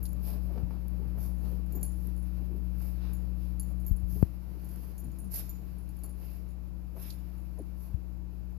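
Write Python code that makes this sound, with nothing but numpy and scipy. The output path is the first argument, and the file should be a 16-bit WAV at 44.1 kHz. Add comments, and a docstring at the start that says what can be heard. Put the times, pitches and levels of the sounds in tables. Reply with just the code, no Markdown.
"""Small bedroom: a small dog paws and noses its way into a heap of blankets on a bed.
Fabric swishes and folds (shaped noise, dying swings), paws pad on the mattress (swelling low sines).
Metal tags on the collar clink (struck decaying modes); claws tick and scratch (noise bursts).
Mains hum and a few low pops sit mostly in the left microphone, over room noise, hiss and a faint drone."""
import sys
import numpy as np
from scipy import signal
from scipy.fft import rfft, irfft, next_fast_len
from scipy.io import wavfile

SR = 44100
rng = np.random.default_rng(int(sys.argv[2]) if len(sys.argv) > 2 else 0)


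def materialize(psi):
    """Save the field psi as 16-bit PCM at rate SR to the path in sys.argv[1].

    A 1-D psi becomes a single channel; in a 2-D psi each row is a channel.
    """
    bounded = np.clip(np.atleast_2d(psi).T, -1, 1)
    quanta = np.round(bounded * 32767).astype(np.int16)
    wavfile.write(sys.argv[1], SR, quanta)


N = 378359
TIME_S = np.arange(N) / SR

# coat brushing on the covers: time_s, level_db
BRUSHING = [(0, -68.5), (1.6, -68), (2.5, -67), (3.7, -68.5), (4.5, -67), (5.2, -68), (5.8, -67.5),
            (6.7, -73), (7.3, -67), (8, -73.5), (8.58, -74)]
# dull rustle of the heap, as effort: time_s, level_db
EFFORT = [(0, -48.5), (1.55, -47.5), (2, -53), (4.7, -54), (5.3, -58), (7.2, -63), (8.58, -86)]
# spectra of brushing and heap: freq_hz, gain_db
BRUSH_SPECTRUM = [(300, 0.5), (1200, 14.5), (2500, 7.5), (4500, 3), (7000, -6.5), (11000, -6.5),
                  (15000, -2.5)]
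HEAP_SPECTRUM = [(30, 11), (80, 6), (150, 16), (330, 0), (450, -0.5), (750, -8), (1300, -17), (3000, -29.5),
                 (9000, -51)]

# spectra of room noise and microphone hiss: freq_hz, gain_db
ROOM_SPECTRUM = [(20, -2), (45, 4.5), (100, 0.5), (150, 0.5), (260, -6.5), (335, -7), (430, -13),
                 (900, -18), (1800, -30.5), (4500, -41.5), (14000, -82)]
HISS_SPECTRUM = [(300, 12.5), (2500, 2), (5000, -3.5), (7500, 4), (11000, -24), (15000, -15)]
ROOM_NOISE_DB, HISS_DB = -50.0, -73.5
DRONE_HZ, DRONE_DB, DRONE_T60_S = 328.4, -64, 0.24

# mains hum partials: multiple, level_db
HUM_PARTIALS = [(1, 1.5), (2, -17), (3, -8.5), (5, -22.5), (9, -35), (11, -50.5)]
MAINS_HZ = 60
HUM_DB, HUM_WAVER_DB = -30, 0.47
HUM_DROP_DB, HUM_DROP_S, HUM_DROP_WIDTH_S = 6, 4.24, 0.0089
HUM_DIP_DB, HUM_DIP_S, HUM_DIP_WIDTH_S = 2, 0.74, 0.088
LEFT_MIC_DB = [[-1], [-31]]  # left, right gain of hum and pops

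# collar knocks: start_s, small_tag_db, large_tag_db, ring_db, clasp_db
KNOCKS = [(.029, -71, -55, -48.5, -66), (0.054, -66, -54, -56, -70), (0.091, -63, -62, -61, -80),
          (1.289, -66, -78, -82, -80), (1.382, -64.5, -76, -82, -80), (1.661, -68, -78, -72, -78),
          (1.723, -65, -61, -58, -53), (1.753, -69, -66, -51.5, -46.5), (1.811, -78, -65, -61, -75),
          (1.83, -51, -40, -44, -60), (1.845, -61, -46, -67, -70), (1.918, -63, -70, -70, -72),
          (2.164, -74, -63, -80, -72), (2.177, -74, -61.5, -78, -66), (2.226, -67, -63.5, -80, -72),
          (3.135, -75, -57.5, -55, -74), (3.597, -69, -42.5, -54, -62), (3.629, -67, -57, -64, -62),
          (3.703, -77, -73, -74, -76), (3.8, -65, -72, -70, -82), (3.848, -69, -79, -76, -78),
          (3.865, -67, -56, -48, -66), (3.88, -72, -65, -50.5, -74), (3.964, -68, -61, -68, -80),
          (4.645, -72, -65, -61, -80), (4.689, -75, -61, -68, -78), (4.98, -50, -58, -53, -72),
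          (5.042, -59, -72, -66, -78), (5.117, -64, -80, -70, -80), (5.187, -55, -66, -59, -65),
          (5.243, -61, -63, -69, -71), (5.493, -59, -61, -47, -63), (5.784, -78, -65, -74, -80),
          (5.89, -80, -63.5, -62, -80), (5.989, -72, -74, -66, -76), (6.036, -68, -45.5, -55, -56),
          (6.093, -60, -60, -75, -72), (6.488, -68, -76, -84, -84), (6.504, -73, -78, -84, -84),
          (7.106, -62, -71, -66, -75), (7.128, -64, -69, -72, -78), (7.188, -71, -76, -80, -82),
          (7.377, -69, -72.5, -77, -77), (7.587, -62, -73, -73, -80)]
# modes of each metal part: pitch_hz, level_db, t60_s
SMALL_TAG = [(6170, -17, .1), (6965, -6.5, .12), (9925, -6.5, .13)]
LARGE_TAG = [(4360, -23, .09), (4680, -23, .08), (7010, -12.5, .13), (10185, -8, .12)]
RING = [(4400, -21, .08), (6990, -5.5, .13), (12930, -10.5, .07), (13030, -11, .07)]
CLASP = [(13760, -4, .08)]
CONTACT_DB, CONTACT_DECAY_S = -13.5, 0.016  # metal chatter, re hardest-hit part
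REBOUND_S, REBOUND_DB = 0.012, -11  # mean wait; level re knock
TAG_SWING_DB = 3  # left-right spread
TINKLES_PER_S, TINKLE_DB, TINKLE_SPREAD_DB = 9.1, -80, 4.5  # level at mean of the brushing table

# claw scratches over the weave: start_s, level_db
SCRATCHES = [(0.053, -43), (.577, -57), (1.451, -52), (7.1035, -39), (7.126, -53)]
# scratch spectrum: freq_hz, gain_db
SCRATCH_SPECTRUM = [(1000, -20), (3000, 5), (4400, 11), (5400, -4.5), (7000, -8), (14000, -33)]

# dry ticks of claws and buckle, the one at 4.226 s the faint crack of the loudest pop: start_s, level_db
TICKS = [(0.131, -47.5), (.8825, -45), (1.83, -37), (2.072, -45.5), (3.133, -43), (3.597, -47),
         (4.226, -47.5), (4.76, -46), (4.98, -53), (5.968, -51), (6.035, -47)]

# paw and snout strokes along the fabric: peak_s, length_s, hiss_db, rasp_db, rub_db
STROKES = [(0.284, 0.096, -58, -63.5, -54), (0.446, 0.059, -73.5, -76, -64), (0.572, 0.046, -93, -70, -67),
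           (0.735, 0.055, -79, -80, -57), (1.227, 0.084, -60.5, -75, -56), (1.474, 0.11, -70, -72, -59.5),
           (2.026, 0.098, -70.5, -80, -78), (2.838, 0.11, -65.5, -71, -59.5), (3, 0.12, -78, -72, -60),
           (3.068, 0.088, -81, -65.5, -62), (3.445, 0.11, -74, -70.5, -68), (4.149, 0.11, -61.5, -76, -68),
           (4.745, 0.27, -68, -73, -62.5), (5.354, 0.057, -46, -60, -55), (5.392, 0.038, -60.5, -56.5, -64),
           (6.272, 0.18, -68, -68, -61.5), (7.003, 0.07, -64, -74, -60), (7.061, 0.1, -62, -60, -67),
           (7.832, 0.1, -69, -82, -65)]
# spectra of sliding hiss, weave rasp, pressing rub: freq_hz, gain_db
SLIDE_SPECTRUM = [(300, 5), (1500, -5), (3000, -6.5), (5500, 1), (10000, 0), (11600, 1), (13000, 0),
                  (15000, -1.5)]
RASP_SPECTRUM = [(300, -25), (1200, 3), (2400, 1), (3500, 2), (5500, -6), (8000, -23), (15000, -36)]
DRAG_SPECTRUM = [(200, 14.5), (700, 19), (1300, 9), (2600, 0.5), (4500, -1.5), (7000, -29), (10000, -32),
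                 (15000, -34)]
STROKE_RISE_SHARE, STROKE_FIRMNESS = 0.42, 2.56  # firmness 2 = bell curve, more = abrupter

# cover folds buckling: start_s, level_db, pitch_hz
FOLDS = [(.507, -41, 550), (0.523, -39, 550), (.559, -42, 700), (.577, -34.5, 750), (0.588, -36, 596),
         (.6, -43, 500), (.708, -36, 970), (1.595, -45, 560), (1.755, -39, 350), (1.772, -40.5, 650),
         (2.378, -43, 560), (2.42, -43.5, 660), (6.04, -39.5, 650), (6.966, -37, 677), (6.978, -41, 560)]
# delay scale and level of the grains re first flap; swings per 60 dB of decay
FOLD_SETTLE_S, FOLD_GRAIN_DB, FOLD_CYCLES = 0.0083, -15.5, 7.4

# paws pressing into the bedding: centre_s, level_db, pitch_hz
PAWS = [(.515, -47, 464), (.565, -45.5, 452), (.588, -45, 331), (1.009, -49, 318), (1.457, -52, 282),
        (1.525, -48.5, 367), (1.6, -53, 300), (1.765, -45, 318), (2.075, -49, 282), (2.426, -49, 297),
        (2.52, -48.5, 341), (2.565, -45, 228), (4.165, -50, 379), (4.568, -49.5, 338), (5.068, -44, 159.4),
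        (5.245, -45, 163.8), (6.043, -52.5, 350), (6.975, -48.5, 319)]
# cover crinkle spectrum: freq_hz, gain_db
CRINKLE_SPECTRUM = [(120, 17), (350, 14), (800, -24), (1500, -21.5), (3000, -34), (6000, -37), (14000, -25)]
PUSH_CYCLES, CRINKLE_DB = 4.4, -6.5  # swell half length in swings; crinkle re thud

# low pops: start_s, level_db, push_s, start_softness, swing_hz, damping
POPS = [(0.6301, -18, 0.0042, 3, 52.5, 0.96), (3.9072, -9.5, 0.0052, 4.8, 42.5, 0.9),
        (4.029, -20, 0.0064, 2.8, 58.7, 0.73), (4.123, -26, 0.0039, 2.8, 52.5, 0.8),
        (4.158, -26, 0.0026, 3.4, 59.3, 1.2), (4.2275, -3, 0.00088, 1.34, 63.4, 1.59),
        (7.939, -16, 0.005, 3, 62, 1.4)]

SCUFF_S, SCUFF_LENGTH_S, SCUFF_DB, SCUFF_HZ = 7.604, 0.012, -40, 386

ROOM_T60_S = 0.56
# microphone port response: freq_hz, left_db, right_db
PORTS = [(110, -0.5, -2.5), (900, -3.5, -4.5), (2000, -4.5, -6), (2630, 0.5, -2), (3330, -9, -6),
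         (5000, 1.5, 2), (6170, -6, 0.5), (7960, -14.5, -3), (8500, -12, -9), (9250, 1.5, -3.5),
         (10230, 12, 10.5), (11140, 12.5, 10.5), (11850, 16.5, 20), (13000, 8.5, 16.5), (15300, 6.5, -14)]
CUTOFF_HZ = 14650


def from_db(db):
    """Amplitude ratio of a level in dB."""
    return 10 ** (np.asarray(db) / 20)


def rms_one(x):
    """Scale to unit RMS."""
    return x / np.sqrt(np.mean(x ** 2) + 1e-20)


def butter_filter(x, order, hz, kind="low"):
    """Butterworth low or high pass."""
    return signal.sosfilt(signal.butter(order, hz, kind, fs=SR, output="sos"), x)


def colour(x, points):
    """Filter by a spectrum interpolated over log frequency."""
    hz, db = np.transpose(points)
    size = next_fast_len(N + 4096)
    log_hz = np.log(np.arange(size // 2 + 1) * SR / size + 1)
    gain = from_db(np.interp(log_hz, np.log(hz), db))
    return irfft(rfft(x, size) * gain, size)[..., :N]


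def drift(rate_hz):
    """Random curve of unit RMS with rate_hz knots a second."""
    position = TIME_S * np.clip(rate_hz, 1, 2000)
    return rms_one(np.interp(position, np.arange(20000), rng.standard_normal(20000)))


def stereo_noise(alike):
    """White noise; share alike of its power is common to both sides."""
    share = np.clip(alike, 0, 1)
    common = np.sqrt(share) * rng.standard_normal(N)
    return common + np.sqrt(1 - share) * rng.standard_normal((2, N))


def strikes(times_s, db):
    """One click at each time."""
    out = np.zeros(N)
    out[np.clip(np.round(times_s * SR).astype(int), 0, N - 1)] = from_db(db)
    return out


def crack(clicks, decay_s):
    """Each click becomes a decaying burst of noise above 6.5 kHz."""
    envelope = signal.lfilter([1], [1, -np.exp(-1 / (decay_s * SR))], clicks + 1e-18)
    return butter_filter(envelope * stereo_noise(0), 2, 6500, "high")


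def fabric(spectrum, catch_rate, catch_db, fold_rate, fold_db, alike):
    """Friction noise: threads catch and let go quickly, folds pass more slowly."""
    grip = from_db(catch_db * drift(catch_rate) + fold_db * drift(fold_rate))
    return rms_one(colour(stereo_noise(alike) * grip, spectrum))


def blankets():
    """Coat brushes lightly on the covers; the heap rustles dully with the dog's effort."""
    brush = fabric(BRUSH_SPECTRUM, catch_rate=700, catch_db=1.0, fold_rate=35, fold_db=1.3, alike=0.033)
    heap = fabric(HEAP_SPECTRUM, catch_rate=140, catch_db=1.0, fold_rate=22, fold_db=2.8, alike=0.5)
    brush_level = from_db(np.interp(TIME_S, *np.transpose(BRUSHING)))
    heap_level = from_db(np.interp(TIME_S, *np.transpose(EFFORT)))
    return brush_level * brush + heap_level * heap


def room_noise():
    """Quiet low-weighted noise, partly common to both sides."""
    return from_db(ROOM_NOISE_DB) * rms_one(colour(stereo_noise(0.23), ROOM_SPECTRUM))


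def microphone_hiss():
    """Steady hiss, independent on each side."""
    return from_db(HISS_DB) * rms_one(colour(stereo_noise(0), HISS_SPECTRUM))


def drone():
    """Faint narrow drone: noise through a two-pole resonance."""
    radius, w = from_db(-60 / (DRONE_T60_S * SR)), 2 * np.pi * DRONE_HZ / SR
    poles = [1, -2 * radius * np.cos(w), radius * radius]
    return from_db(DRONE_DB) * rms_one(signal.lfilter([0, np.sin(w)], poles, stereo_noise(0.94) + 1e-18))


def hum():
    """Mostly odd mains harmonics; wavers, dips once, then halves at the loudest pop."""
    wave = sum(from_db(db) * np.sin(2 * np.pi * MAINS_HZ * multiple * TIME_S + np.pi / 4)
               for multiple, db in HUM_PARTIALS)
    drop = 0.5 + 0.5 * np.tanh((TIME_S - HUM_DROP_S) / HUM_DROP_WIDTH_S)
    dip = np.exp(-0.5 * ((TIME_S - HUM_DIP_S) / HUM_DIP_WIDTH_S) ** 2)
    level_db = HUM_DB - HUM_DROP_DB * drop - HUM_DIP_DB * dip + HUM_WAVER_DB * drift(15)
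    return np.sqrt(2) * from_db(level_db) * wave * from_db(LEFT_MIC_DB)


def part_ring(modes, detune, damping_spread, flutter_db):
    """Decaying modes; contact with neighbour and fur varies each, swinging makes the ring flutter."""
    hz, db, t60_s = np.transpose(modes)[:, :, None]
    pitch, size, damping = rng.standard_normal((3, len(modes), 1))
    t = TIME_S[:SR // 5]
    knots_s = np.linspace(0, t[-1], 24)
    flutter = np.array([np.interp(t, knots_s, row) for row in rng.standard_normal((len(modes), 24))])
    decay_db = 60 * t / (t60_s * np.exp(damping_spread * damping))
    level = from_db(db + 1.5 * size + flutter_db * flutter - decay_db)
    return np.sum(level * np.sin(2 * np.pi * hz * (1 + detune * pitch) * t), axis=0)


def add_touch(out, start_s, db, modes):
    """Add one touch of a metal part, a little left or right as it turns."""
    start = int(start_s * SR)
    clink = part_ring(modes, detune=0.003, damping_spread=0.3, flutter_db=3.5)[:N - start]
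    pan_db = TAG_SWING_DB * rng.standard_normal() * np.array([[0.5], [-0.5]])
    out[:, start:start + len(clink)] += from_db(db + pan_db) * clink


def collar():
    """Tags, ring and clasp knock and rebound twice, with a brief chatter of metal on metal."""
    knocks = np.array(KNOCKS)
    hardest_db = knocks[:, 1:].max(axis=1)
    out = crack(strikes(knocks[:, 0], hardest_db + CONTACT_DB), CONTACT_DECAY_S)
    for start_s, *parts_db in KNOCKS:
        for modes, db in zip((SMALL_TAG, LARGE_TAG, RING, CLASP), parts_db):
            add_touch(out, start_s, db, modes)
            for wait_s in np.cumsum(REBOUND_S * rng.uniform(0.4, 1.6, 2)):
                add_touch(out, start_s + wait_s, db + REBOUND_DB, modes)
    return out


def tinkles():
    """Faint touches of tags and ring at random times, firmer with the brushing level."""
    out = np.zeros((2, N))
    times_s, brushing_db = np.transpose(BRUSHING)
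    for start_s in rng.uniform(0, TIME_S[-1], int(TINKLES_PER_S * TIME_S[-1])):
        motion_db = np.interp(start_s, times_s, brushing_db) - brushing_db.mean()
        db = TINKLE_DB + motion_db + TINKLE_SPREAD_DB * rng.standard_normal()
        add_touch(out, start_s, db, (SMALL_TAG, LARGE_TAG, RING)[rng.integers(3)])
    return out


def scratches():
    """A claw skips over the threads: short grainy noise bursts."""
    bursts = crack(strikes(*np.transpose(SCRATCHES)), decay_s=0.011)
    return colour(bursts * from_db(3.65 * drift(700)), SCRATCH_SPECTRUM)


def ticks():
    """Damped contacts: sub-millisecond noise bursts without ring."""
    return crack(strikes(*np.transpose(TICKS)), decay_s=0.00064)


def strokes():
    """Each stroke speeds up and slows: sliding hisses, the weave rasps, pressing rubs."""
    out = np.zeros((2, N))
    slide = fabric(SLIDE_SPECTRUM, catch_rate=900, catch_db=1.3, fold_rate=110, fold_db=1.6, alike=0.05)
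    drag = fabric(DRAG_SPECTRUM, catch_rate=470, catch_db=2.8, fold_rate=50, fold_db=2.0, alike=0.4)
    rasp = fabric(RASP_SPECTRUM, catch_rate=900, catch_db=1.5, fold_rate=50, fold_db=1.0, alike=0.1)
    for peak_s, length_s, hiss_db, rasp_db, rub_db in STROKES:
        rise_s, fall_s = length_s * STROKE_RISE_SHARE, length_s * (1 - STROKE_RISE_SHARE)
        near = slice(max(0, int((peak_s - 4 * rise_s) * SR)), int((peak_s + 4 * fall_s) * SR))
        t = TIME_S[near] - peak_s
        speed = np.exp(-0.5 * abs(t / np.where(t < 0, rise_s, fall_s)) ** STROKE_FIRMNESS)
        friction = from_db(hiss_db) * slide[:, near] + from_db(rasp_db) * rasp[:, near]
        sound = speed * (friction + from_db(rub_db) * drag[:, near])
        # bounce off the dog's body, a new lag per stroke and side
        for side, lag_s in enumerate(rng.uniform(0.0002, 0.0009, 2)):
            bounce = from_db(-9) * np.roll(sound[side], int(lag_s * SR))
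            out[side, near] += sound[side] + bounce
    return out * from_db([[-1.1], [1.1]])


def fold_grains(hz, count):
    """One flap and later small grains, each a few dying swings at its own pitch."""
    first = np.arange(count)[:, None] == 0
    wait, size, pitch, pan = rng.standard_normal((4, count, 1))
    delay_s = np.where(first, 0, FOLD_SETTLE_S * abs(wait))
    age_s = np.maximum(TIME_S[:SR // 10] - delay_s, 0)
    cycles = age_s * hz * np.where(first, 1, np.exp(0.6 * pitch))
    level_db = np.where(first, 0, FOLD_GRAIN_DB + 3 * size) - 60 * cycles / FOLD_CYCLES
    grains = from_db(level_db) * np.sin(2 * np.pi * cycles)
    return np.array([np.sum(grains * from_db(side * 3.5 * pan), axis=0) for side in (1, -1)])


def folds():
    """Cover folds buckle in dull, crackly scuffles of grains."""
    out = np.zeros((2, N))
    for start_s, db, hz in FOLDS:
        start, grains = int(start_s * SR), fold_grains(hz, count=15)
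        out[:, start:start + grains.shape[1]] += from_db(db) * grains / abs(grains).max()
    return butter_filter(out, 1, 300, "high")


def paw_push(t, length_s, hz, sink, scatter):
    """Padding gives a few unsteady swings, sinking in pitch as the paw goes in."""
    knots = np.linspace(-4, 4, 21)
    wander, lump = (np.interp(t / length_s, knots, rng.standard_normal(len(knots))) for _ in range(2))
    phase = 2 * np.pi * np.cumsum(hz * np.exp(scatter * wander - sink * t / length_s)) / SR
    swell = np.exp(-0.5 * (t / length_s) ** 2) * from_db(2 * lump)
    return np.sqrt(2) * swell * np.sin(phase + 2 * np.pi * rng.random())


def paws():
    """Each push thuds softly, the deeper the longer; the cover crinkles while it moves."""
    out = np.zeros((2, N))
    crinkle = fabric(CRINKLE_SPECTRUM, catch_rate=600, catch_db=2, fold_rate=110, fold_db=3, alike=0.16)
    for centre_s, db, hz in PAWS:
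        length_s = PUSH_CYCLES / hz
        near = abs(TIME_S - centre_s) < 4 * length_s
        thud = from_db(db) * paw_push(TIME_S[near] - centre_s, length_s, hz, sink=0.2, scatter=0.2995)
        out[:, near] += thud + from_db(CRINKLE_DB) * abs(thud) * crinkle[:, near]
    return out


def pops():
    """A short push, after which the microphone's bass cut swings back once or twice."""
    out = np.zeros(N)
    for start_s, db, push_s, softness, hz, damping in POPS:
        near = abs(TIME_S - start_s) < 0.1
        push = 1 - np.exp(-(np.maximum(TIME_S[near] - start_s, 0) / push_s) ** softness)
        w = 2 * np.pi * hz
        bass_cut = signal.bilinear([1, 0, 0], [1, damping * w, w * w], SR)
        swing = signal.lfilter(*bass_cut, signal.lfilter(*bass_cut, push))
        out[near] += from_db(db) * swing / abs(swing).max()
    return out * from_db(LEFT_MIC_DB)


def scuff():
    """Three pads of a skidding paw zip over the taut cover, pitch falling as the paw slows."""
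    out = np.zeros(N)
    near = abs(TIME_S - SCUFF_S) < 3 * SCUFF_LENGTH_S
    pads = [paw_push(TIME_S[near] - SCUFF_S, SCUFF_LENGTH_S, SCUFF_HZ * ratio, sink=0.33, scatter=0.22)
            for ratio in (0.8, 1, 1.2)]
    out[near] = from_db(SCUFF_DB) * np.sum(pads, axis=0) / np.sqrt(len(pads))
    return butter_filter(out, 3, 750)


def bedroom(x, wet_db):
    """Short diffuse tail, different on each side; bedding soaks up its treble."""
    t = TIME_S[:SR // 2]
    tail = rng.standard_normal((2, len(t))) * from_db(-60 * t / ROOM_T60_S) * (t > 0.004)
    tail /= np.sqrt(np.sum(tail ** 2, axis=1, keepdims=True))
    tail = butter_filter(tail, 1, 6000)
    return x + from_db(wet_db) * signal.fftconvolve(x, tail, axes=1)[:, :N]


def scene():
    """The dog in its room, over room noise, hiss, drone and hum."""
    cloth = bedroom(blankets() + strokes() + folds() + paws(), wet_db=-3.5)
    metal = bedroom(collar() + tinkles() + ticks(), wet_db=-7)
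    without_room = hum() + scratches() + pops() + scuff()
    return cloth + metal + without_room + room_noise() + microphone_hiss() + drone()


def record(dry):
    """Ports dip near 8 kHz and resonate near 12 kHz; the top is cut, the ends faded."""
    ports = np.array(PORTS)
    fade = np.clip(np.minimum(TIME_S, TIME_S[-1] - TIME_S) / 0.003, 0, 1)
    heard = np.array([colour(fade * dry[side], ports[:, [0, side + 1]]) for side in range(2)])
    return signal.sosfilt(signal.ellip(12, 0.1, 80, CUTOFF_HZ, fs=SR, output="sos"), heard)


dry = scene()
out = record(dry)
materialize(out)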